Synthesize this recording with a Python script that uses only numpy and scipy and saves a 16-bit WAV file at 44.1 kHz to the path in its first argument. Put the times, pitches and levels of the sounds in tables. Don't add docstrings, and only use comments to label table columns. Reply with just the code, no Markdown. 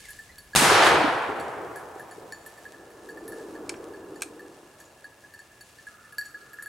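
import sys
import numpy as np
from scipy import signal
from scipy.fft import rfft, irfft
from scipy.io import wavfile
from scipy.ndimage import uniform_filter1d

SR = 44100
rng = np.random.default_rng(int(sys.argv[2]) if len(sys.argv) > 2 else 0)


def persist_wave(psi):
    counts = np.round(np.clip(psi, -1, 1) * 32767).astype(np.int16)
    wavfile.write(sys.argv[1], SR, np.atleast_2d(counts).T)


N = 294984
T = np.arange(N) / SR
HZ = np.arange(N // 2 + 1) * SR / N


def undb(db):
    return 10 ** (np.asarray(db) / 20)


def unit(x):
    return x / np.sqrt(np.mean(x ** 2))


def response(points):
    hz, db = np.transpose(points)
    return undb(np.interp(np.log(HZ + 1), np.log(hz), db))


def colour(x, gain):
    return irfft(rfft(x) * gain, N)


def fade(t, t60_s):
    return (t >= 0) * np.exp(-np.log(1000) * np.maximum(t, 0) / t60_s)


def swell(s, hold_s, db, rise_db_per_s, fall_db_per_s):
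    before_s, after_s = np.maximum(s - T, 0), np.maximum(T - s - hold_s, 0)
    return undb(db - rise_db_per_s * before_s - fall_db_per_s * after_s)


def power_sum(gains):
    return np.sqrt(sum(g ** 2 for g in gains))


def walk(rate_hz):
    step = int(SR / rate_hz)
    return unit(uniform_filter1d(np.repeat(rng.standard_normal(N // step + 1), step), step)[:N])


def add(out, s, x):
    i = max(int(s * SR), 0)
    out[..., i:i + x.shape[-1]] += x[..., :N - i]


# f/Hz, side minus mid/dB
STEREO_WIDTH = [(60, -21), (110, -22), (200, -16), (380, -12.5), (700, -10.5), (1290, -8.5), (2380, -6),
                (4400, -6.5), (8120, -8.5), (15000, -31)]

def scatter(gain, grain_db, width_db=0):
    mid, side = rng.standard_normal((2, N)) * undb(grain_db * rng.standard_normal((2, N)))
    mid = colour(mid, gain)
    side = colour(side, gain * response(STEREO_WIDTH) * undb(width_db))
    return np.array([mid + side, mid - side]) / np.std(mid)


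def reverb(x, wet_db, t60_s):
    tail = (scatter(1, grain_db=3) * fade(T - .006, t60_s))[:, :SR]
    return undb(wet_db) * signal.fftconvolve(x[None], tail / np.linalg.norm(tail[0]))[:, :N]


def absorb(x, extra_s, loss_db_per_s_khz):
    hz, s, frames = signal.stft(x, SR, nperseg=512)
    khz = hz[:, None] / 1000
    frames = frames * undb(-loss_db_per_s_khz * (khz - 1) * np.interp(s, T, extra_s))
    return signal.istft(frames, SR)[1][:, :N]


def clapper_touches(rate_hz=2, hum_db=-48, overtone_db=-60, spread_db=3, tilt_db=2):
    draws = rng.random((int(rate_hz * N / SR), 3))
    for k, (when, force, upper) in enumerate(draws):
        db = spread_db * (2 * force - 1)
        yield (k + when) / len(draws) * T[-1], hum_db + db, overtone_db + db, upper, tilt_db


# t/s, hum/dB, overtones/dB, share of upper hum mode/0-1, overtone tilt/(dB/octave)
BELL_STRIKES = [(0, -41, -53, .2, 2), (.085, -35.5, -47, 0.1, 11), (.104, -36, -43, 0.73, 10),
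                (.189, -31, -50, 0.8, 4), (.383, -45, -41, 0.7, 4), (.533, -28, -52, 0, -2),
                (1.398, -45, -41.5, 0.3, 0), (1.759, -30.5, -42.5, 0.35, 7), (1.996, -31, -49, 0.52, 8),
                (2.111, -39, -48, 0.6, 0.5), (2.323, -28, -37.5, 0.7, -5), (2.462, -34.5, -44, 1, 7),
                (2.576, -39.5, -54, 0.9, 3), (2.653, -30, -55, 0.38, 0), (2.736, -36.5, -70, 0.45, -2),
                (3.089, -31, -47.5, 0.35, 1), (3.172, -34, -52, 1, 4), (3.279, -36, -40, 0.9, 10),
                (3.321, -32.5, -46, 0.5, 6), (3.395, -37, -54, .34, -4), (3.552, -35.5, -58, 0.5, 0),
                (3.936, -37, -56, 0.32, -8), (4.158, -41, -52.5, .95, 0), (4.394, -34.5, -54, 0.6, 2),
                (4.801, -42, -49.5, 0.43, 6), (5.043, -31, -51, 0.35, -2), (5.239, -39, -66, .3, 3),
                (5.338, -36, -51, .65, 2), (5.391, -34.5, -49.5, 0.53, -3), (5.609, -38.5, -45, 0.25, -2),
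                (5.786, -39, -57, .8, -5), (5.868, -30, -51.5, 0.15, -2), (6.124, -37.5, -52, 0, 6),
                (6.183, -19, -32, 0, 4), (6.212, -25.5, -45, 0.36, -9), (6.255, -48, -42.5, 0, -6),
                (6.344, -27.5, -64, 0.1, 0), (6.532, -34, -49.5, 0.3, 7), (6.586, -27.5, -60, 0.47, 2),
                (6.624, -31.5, -40, .54, 6), (6.659, -27.5, -44, 0.3, 8)]
# f/Hz, level/dB, t60/s
BELL_MODES = [(4320, -7, .1), (4445, 0, .11), (4510, 0, .12), (5680, -13, .15), (7043, -2, .17),
              (7880, -8, .14), (8100, -1, .08), (9955, -2, .16), (10558, -5, .17), (12170, -7, .11),
              (12880, -5, .1)]

def dog_bell(hum_hz=(1682, 1758)):
    out, t = np.zeros(N), T[:SR // 4]
    hz, mode_db, t60_s = np.transpose(BELL_MODES)[:, :, None]
    for s, hum_db, overtone_db, upper, tilt_db in [*BELL_STRIKES, *clapper_touches()]:
        hum = sum(share * np.sin(2 * np.pi * f * t) for f, share in zip(hum_hz, (1 - upper, upper)))
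        hum = hum / np.hypot(upper, 1 - upper) * fade(t, t60_s=.095) * (1 - np.exp(-t / .003))
        spot, detune, phase, beat_rate, beat_phase = rng.standard_normal((5, len(BELL_MODES), 1))
        gains = undb(mode_db + tilt_db * np.log2(hz) + 3 * spot)
        beat = 1 + .7 * np.sin(2 * np.pi * 45 * beat_rate * t + np.pi * beat_phase)
        modes = np.sin(2 * np.pi * (hz + 16 * detune) * t + np.pi * phase) * fade(t, t60_s)
        ring = (gains * beat * modes).sum(0) / np.linalg.norm(gains)
        tick = signal.lfilter([1, 1], [1], rng.standard_normal(len(t))) * fade(t, t60_s=.0077)
        add(out, s, undb(hum_db) * hum + undb(overtone_db) * (ring + .66 * tick))
    walls = sum(1 / (1 + 2j * (HZ - f) / 22) ** 2 for f in hum_hz)
    graze = unit(colour(rng.standard_normal(N), walls))
    out += graze * undb(-64 + 2.4 * walk(9))
    return out + reverb(out, wet_db=-12, t60_s=.83)


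# f/Hz, level/dB
GRASS_SPECTRUM = [(1200, -8), (2200, 3.5), (4000, 2.5), (8000, 3), (11500, -2), (13500, -17), (16000, -25)]
# t/s, hold/s, level/dB
GRASS_RUSTLES = [(0, 0.047, -52.5), (1.4, 0.37, -62.5), (2.47, .05, -61), (3.35, 0.089, -60),
                 (5.68, 0.035, -61.5)]

def grass(steady_db=-62):
    rustles = [swell(*row, rise_db_per_s=112, fall_db_per_s=34) for row in GRASS_RUSTLES]
    level = power_sum([undb(steady_db), *rustles])
    return scatter(response(GRASS_SPECTRUM), grain_db=7.5) * level * undb(walk(23))


# f/Hz, level/dB
BREEZE_SPECTRUM = [(20, -18), (50, -4.5), (110, 1), (220, -3.5), (500, -4.5), (1000, -7.5), (2000, -10.5),
                   (5000, -23)]

def breeze(start_db=-56.5, fall_db_per_s=.44):
    hush = scatter(response(BREEZE_SPECTRUM), grain_db=2.5)
    return hush * undb(start_db - fall_db_per_s * T + walk(1.48))


def opening_rumble(cutoff_hz=90):
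    rumble = scatter(1 / (1 + (HZ / cutoff_hz) ** 4), grain_db=3)
    return rumble * swell(s=0, hold_s=.46, db=-59.5, rise_db_per_s=0, fall_db_per_s=23)


def cricket(stroke_hz=25, centre_hz=2750, sweep_hz=380):
    stroke = np.cumsum(stroke_hz * (1 + .034 * walk(3))) / SR % 1
    hz = centre_hz + sweep_hz * (stroke - .5) + 25 * walk(200)
    level = undb(-64) * np.interp(T, [2.5, 4], [.4, 1])
    return level * np.sin(np.pi * stroke) ** 4 * np.sin(2 * np.pi * np.cumsum(hz) / SR)


# t/s, length/s, start f/Hz, end f/Hz, level/dB
BIRD_CHIRPS = [(0.037, 0.038, 2430, 1720, -47), (0.285, .032, 1780, 2150, -47.5),
               (.318, 0.018, 4300, 4000, -55.5), (3.759, 0.015, 5640, 5670, -53),
               (4.795, .02, 5900, 7300, -51), (4.845, .025, 6300, 7640, -54.5)]

def birds():
    out = np.zeros(N)
    for s, length_s, start_hz, end_hz, db in BIRD_CHIRPS:
        hz = np.linspace(start_hz, end_hz, int(length_s * SR))
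        add(out, s, undb(db) * np.hanning(len(hz)) * np.sin(2 * np.pi * np.cumsum(hz) / SR))
    return out + reverb(out, wet_db=-7, t60_s=.22)


def blast_wave(push_s):
    age = T[:SR // 20] / push_s
    return uniform_filter1d((1 - age) * np.exp(-age), size=3, mode="constant")


# f/Hz, level/dB
HISS_SPECTRUM = [(40, -20), (150, 1.5), (400, -7), (620, -11), (800, 2.5), (1100, -7.5), (1500, -4),
                 (2600, -5.5), (4500, -9), (9500, -7.5), (12000, -16.5), (16000, -31)]
# t/s, level/dB, push/s, hiss level/dB, hiss t60/s
FRONTS = [(.5511, -3, .00035, -17, .014), (.5552, -12, .00025, -25, .012), (.5587, -9, .0004, -13.5, .025),
          (.5602, -1, .0004, -20, .03)]
SHOT_S = FRONTS[2][0]

def muzzle(thump_hz=46, thump_db=-24):
    out = np.zeros((2, N))
    gas = scatter(response(HISS_SPECTRUM), grain_db=2)
    for s, db, push_s, hiss_db, t60_s in FRONTS:
        add(out, s, undb(db) * blast_wave(push_s))
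        out += undb(hiss_db) * gas * fade(T - s, t60_s)
    age_s = T - SHOT_S
    return out + undb(thump_db) * np.sin(2 * np.pi * thump_hz * age_s) * fade(age_s, t60_s=.066)


def weeds():
    return undb(-16) * scatter(response(HISS_SPECTRUM), grain_db=1.5) * fade(T - SHOT_S, t60_s=.89)


# f/Hz, level/dB
FOREST_SPECTRUM = [(30, -35), (80, -15.5), (150, -13.5), (250, -14), (320, -4), (460, -1), (560, -4.5),
                   (780, 1), (1070, -1.5), (1500, -2), (2150, -7.5), (4500, -14), (9700, -26.5),
                   (16000, -67)]
# t/s, hold/s, level/dB, fall/(dB/s)
FOREST_BANKS = [(0.703, 0.34, -25, 105), (1.268, 0.061, -35, 22.5), (2.195, .1, -50, 36),
                (6.34, .3, -62.5, 20)]

def forest(peak_s=.78, hold_s=.098, crossover_hz=520):
    spectrum = response(FOREST_SPECTRUM)
    low_share = 1 / (1 + (HZ / crossover_hz) ** 8)
    crackle_band = spectrum * np.sqrt(1 - low_share) / (1 + (HZ / 7000) ** 2)
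    age_s, edge_s = T - SHOT_S, peak_s + hold_s - SHOT_S
    spreading = edge_s / np.maximum(age_s, edge_s)
    trunks = spreading * swell(peak_s, hold_s, db=-16, rise_db_per_s=34, fall_db_per_s=15)
    crackle = scatter(crackle_band, grain_db=1) * trunks * undb(.61 * walk(60.3))
    crackle = absorb(crackle, extra_s=np.clip(T - .85, -.12, 1.1), loss_db_per_s_khz=7.5)
    banks = power_sum(swell(s, hold, db, rise_db_per_s=132, fall_db_per_s=fall)
                      for s, hold, db, fall in FOREST_BANKS)
    boom = scatter(spectrum * np.sqrt(low_share), grain_db=6) * banks * undb(1.9 * walk(25.58))
    return (crackle + boom) * np.clip(age_s / .06, 0, 1)


# t/s, level/dB, f/Hz
STAND_ECHOES = [(0.62, -8, 256), (.700, 2.5, 1130), (.716, -7, 400), (0.872, -9.5, 360), (.943, -8.5, 350),
                (1.013, -3, 740), (1.041, -8.5, 290), (1.078, -13, 297), (1.29, -22, 298), (1.96, -26, 403),
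                (2.181, -24, 410)]

def tree_stands():
    out, t = np.zeros((2, N)), T[:SR // 10]
    pans_db = rng.uniform(-7.7, 7, len(STAND_ECHOES))
    for (s, db, hz), pan_db in zip(STAND_ECHOES, pans_db):
        cycles = hz * t
        slap = cycles * np.exp(-cycles) * np.sin(2 * np.pi * cycles)
        add(out, s, undb(db + np.array([[pan_db], [-pan_db]]) / 2) * slap)
    return out


# f/Hz, level/dB
TREE_LINE_SPECTRUM = [(1200, -12), (3000, 3), (6000, 3), (10000, 2), (13000, -9), (16000, -36)]

def tree_line(peak_s=.84, hold_s=.04):
    edge = swell(peak_s, hold_s, db=-33.5, rise_db_per_s=550, fall_db_per_s=170)
    tail = swell(peak_s, hold_s, db=-45, rise_db_per_s=550, fall_db_per_s=35)
    crackle = scatter(response(TREE_LINE_SPECTRUM), grain_db=7)
    return crackle * power_sum([edge, tail]) * undb(1.1 * walk(99))


# f/Hz, level/dB
BOOM_SPECTRUM = [(40, -65), (100, -27), (220, -15), (275, -8.5), (320, -0.5), (400, -2), (480, -1),
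                 (600, -33), (900, -67.5)]
MIDS_SPECTRUM = [(350, -9.5), (560, 0), (750, -3), (1100, -6.5), (1500, -11.5), (2100, -28), (3200, -50)]

def ridge(peak_s=3.343, hold_s=1.075, knee_hz=402, dulling_db_per_s=5.5, sag_db_per_s=3):
    late_s = np.maximum(T - peak_s, 0)
    boom = scatter(response(BOOM_SPECTRUM), grain_db=5, width_db=-7.5)
    deep = colour(boom, 1 / (1 + (HZ / knee_hz) ** 12))
    boom = deep + (boom - deep) * undb(-dulling_db_per_s * late_s)
    roll = swell(peak_s, hold_s, db=-40, rise_db_per_s=26.5, fall_db_per_s=50)
    tail = swell(peak_s, hold_s, db=-53.5, rise_db_per_s=26.5, fall_db_per_s=6.5)
    boom *= power_sum([roll, tail]) * undb(.5 * walk(14) - sag_db_per_s * late_s)
    mids = scatter(response(MIDS_SPECTRUM), grain_db=5.5, width_db=-.5) * undb(.5 * walk(25))
    return boom + mids * swell(s=3.49, hold_s=.27, db=-47.5, rise_db_per_s=10, fall_db_per_s=9)


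# t/s, level/dB, t60/s, cutoff/Hz
GUN_CONTACTS = [(3.6931, -27, 0.028, 9550), (3.74, -37.5, 0.031, 3000), (4.209, -47, 0.019, 9000),
                (4.2202, -27.5, 0.033, 11800), (4.232, -36.5, 0.025, 9000)]
# f/Hz, width/Hz, level/dB
FITTING_MODES = [(1634, 130, 11.5), (2480, 270, 9.5), (3340, 570, -2), (4100, 1000, -1), (5430, 730, -1),
                 (6500, 440, 3), (7340, 300, 1), (8050, 580, -2.5), (8360, 850, -2.5), (9500, 3100, -14)]

def gun_clacks():
    body = sum(undb(db) / (1 + 2j * (HZ - hz) / width_hz) for hz, width_hz, db in FITTING_MODES)
    body = unit(body * HZ ** 2 / (HZ ** 2 + 1200 ** 2))
    out = np.zeros(N)
    for s, db, t60_s, cutoff_hz in GUN_CONTACTS:
        force = undb(db) * fade(T - s, t60_s) * rng.standard_normal(N)
        out += colour(force, body / np.sqrt(1 + (HZ / cutoff_hz) ** 12))
    return out + reverb(out, wet_db=-13.5, t60_s=.22)


def far_calls(centre_hz=1340, width_hz=310):
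    throat = 1 / (1 + (2 * (HZ - centre_hz) / width_hz) ** 4)
    level = swell(s=5.89, hold_s=1, db=-59.5, rise_db_per_s=200, fall_db_per_s=40)
    return scatter(throat, grain_db=2.5) * level * undb(1.1 * walk(8))


def scene():
    shot = muzzle() + weeds() + tree_line() + forest() + tree_stands() + ridge()
    small_sounds = dog_bell() + gun_clacks() + birds() + cricket() + far_calls()
    return shot + small_sounds + grass() + breeze() + opening_rumble()


def record(dry):
    low_hz, top_hz = 36, 15900
    highpass = signal.butter(2, low_hz, "high", fs=SR, output="sos")
    lowpass = signal.ellip(10, .2, 80, top_hz, fs=SR, output="sos")
    rounded = np.tanh(signal.sosfilt(highpass, dry))
    return signal.sosfilt(lowpass, rounded)


dry = scene()
out = record(dry)
persist_wave(out)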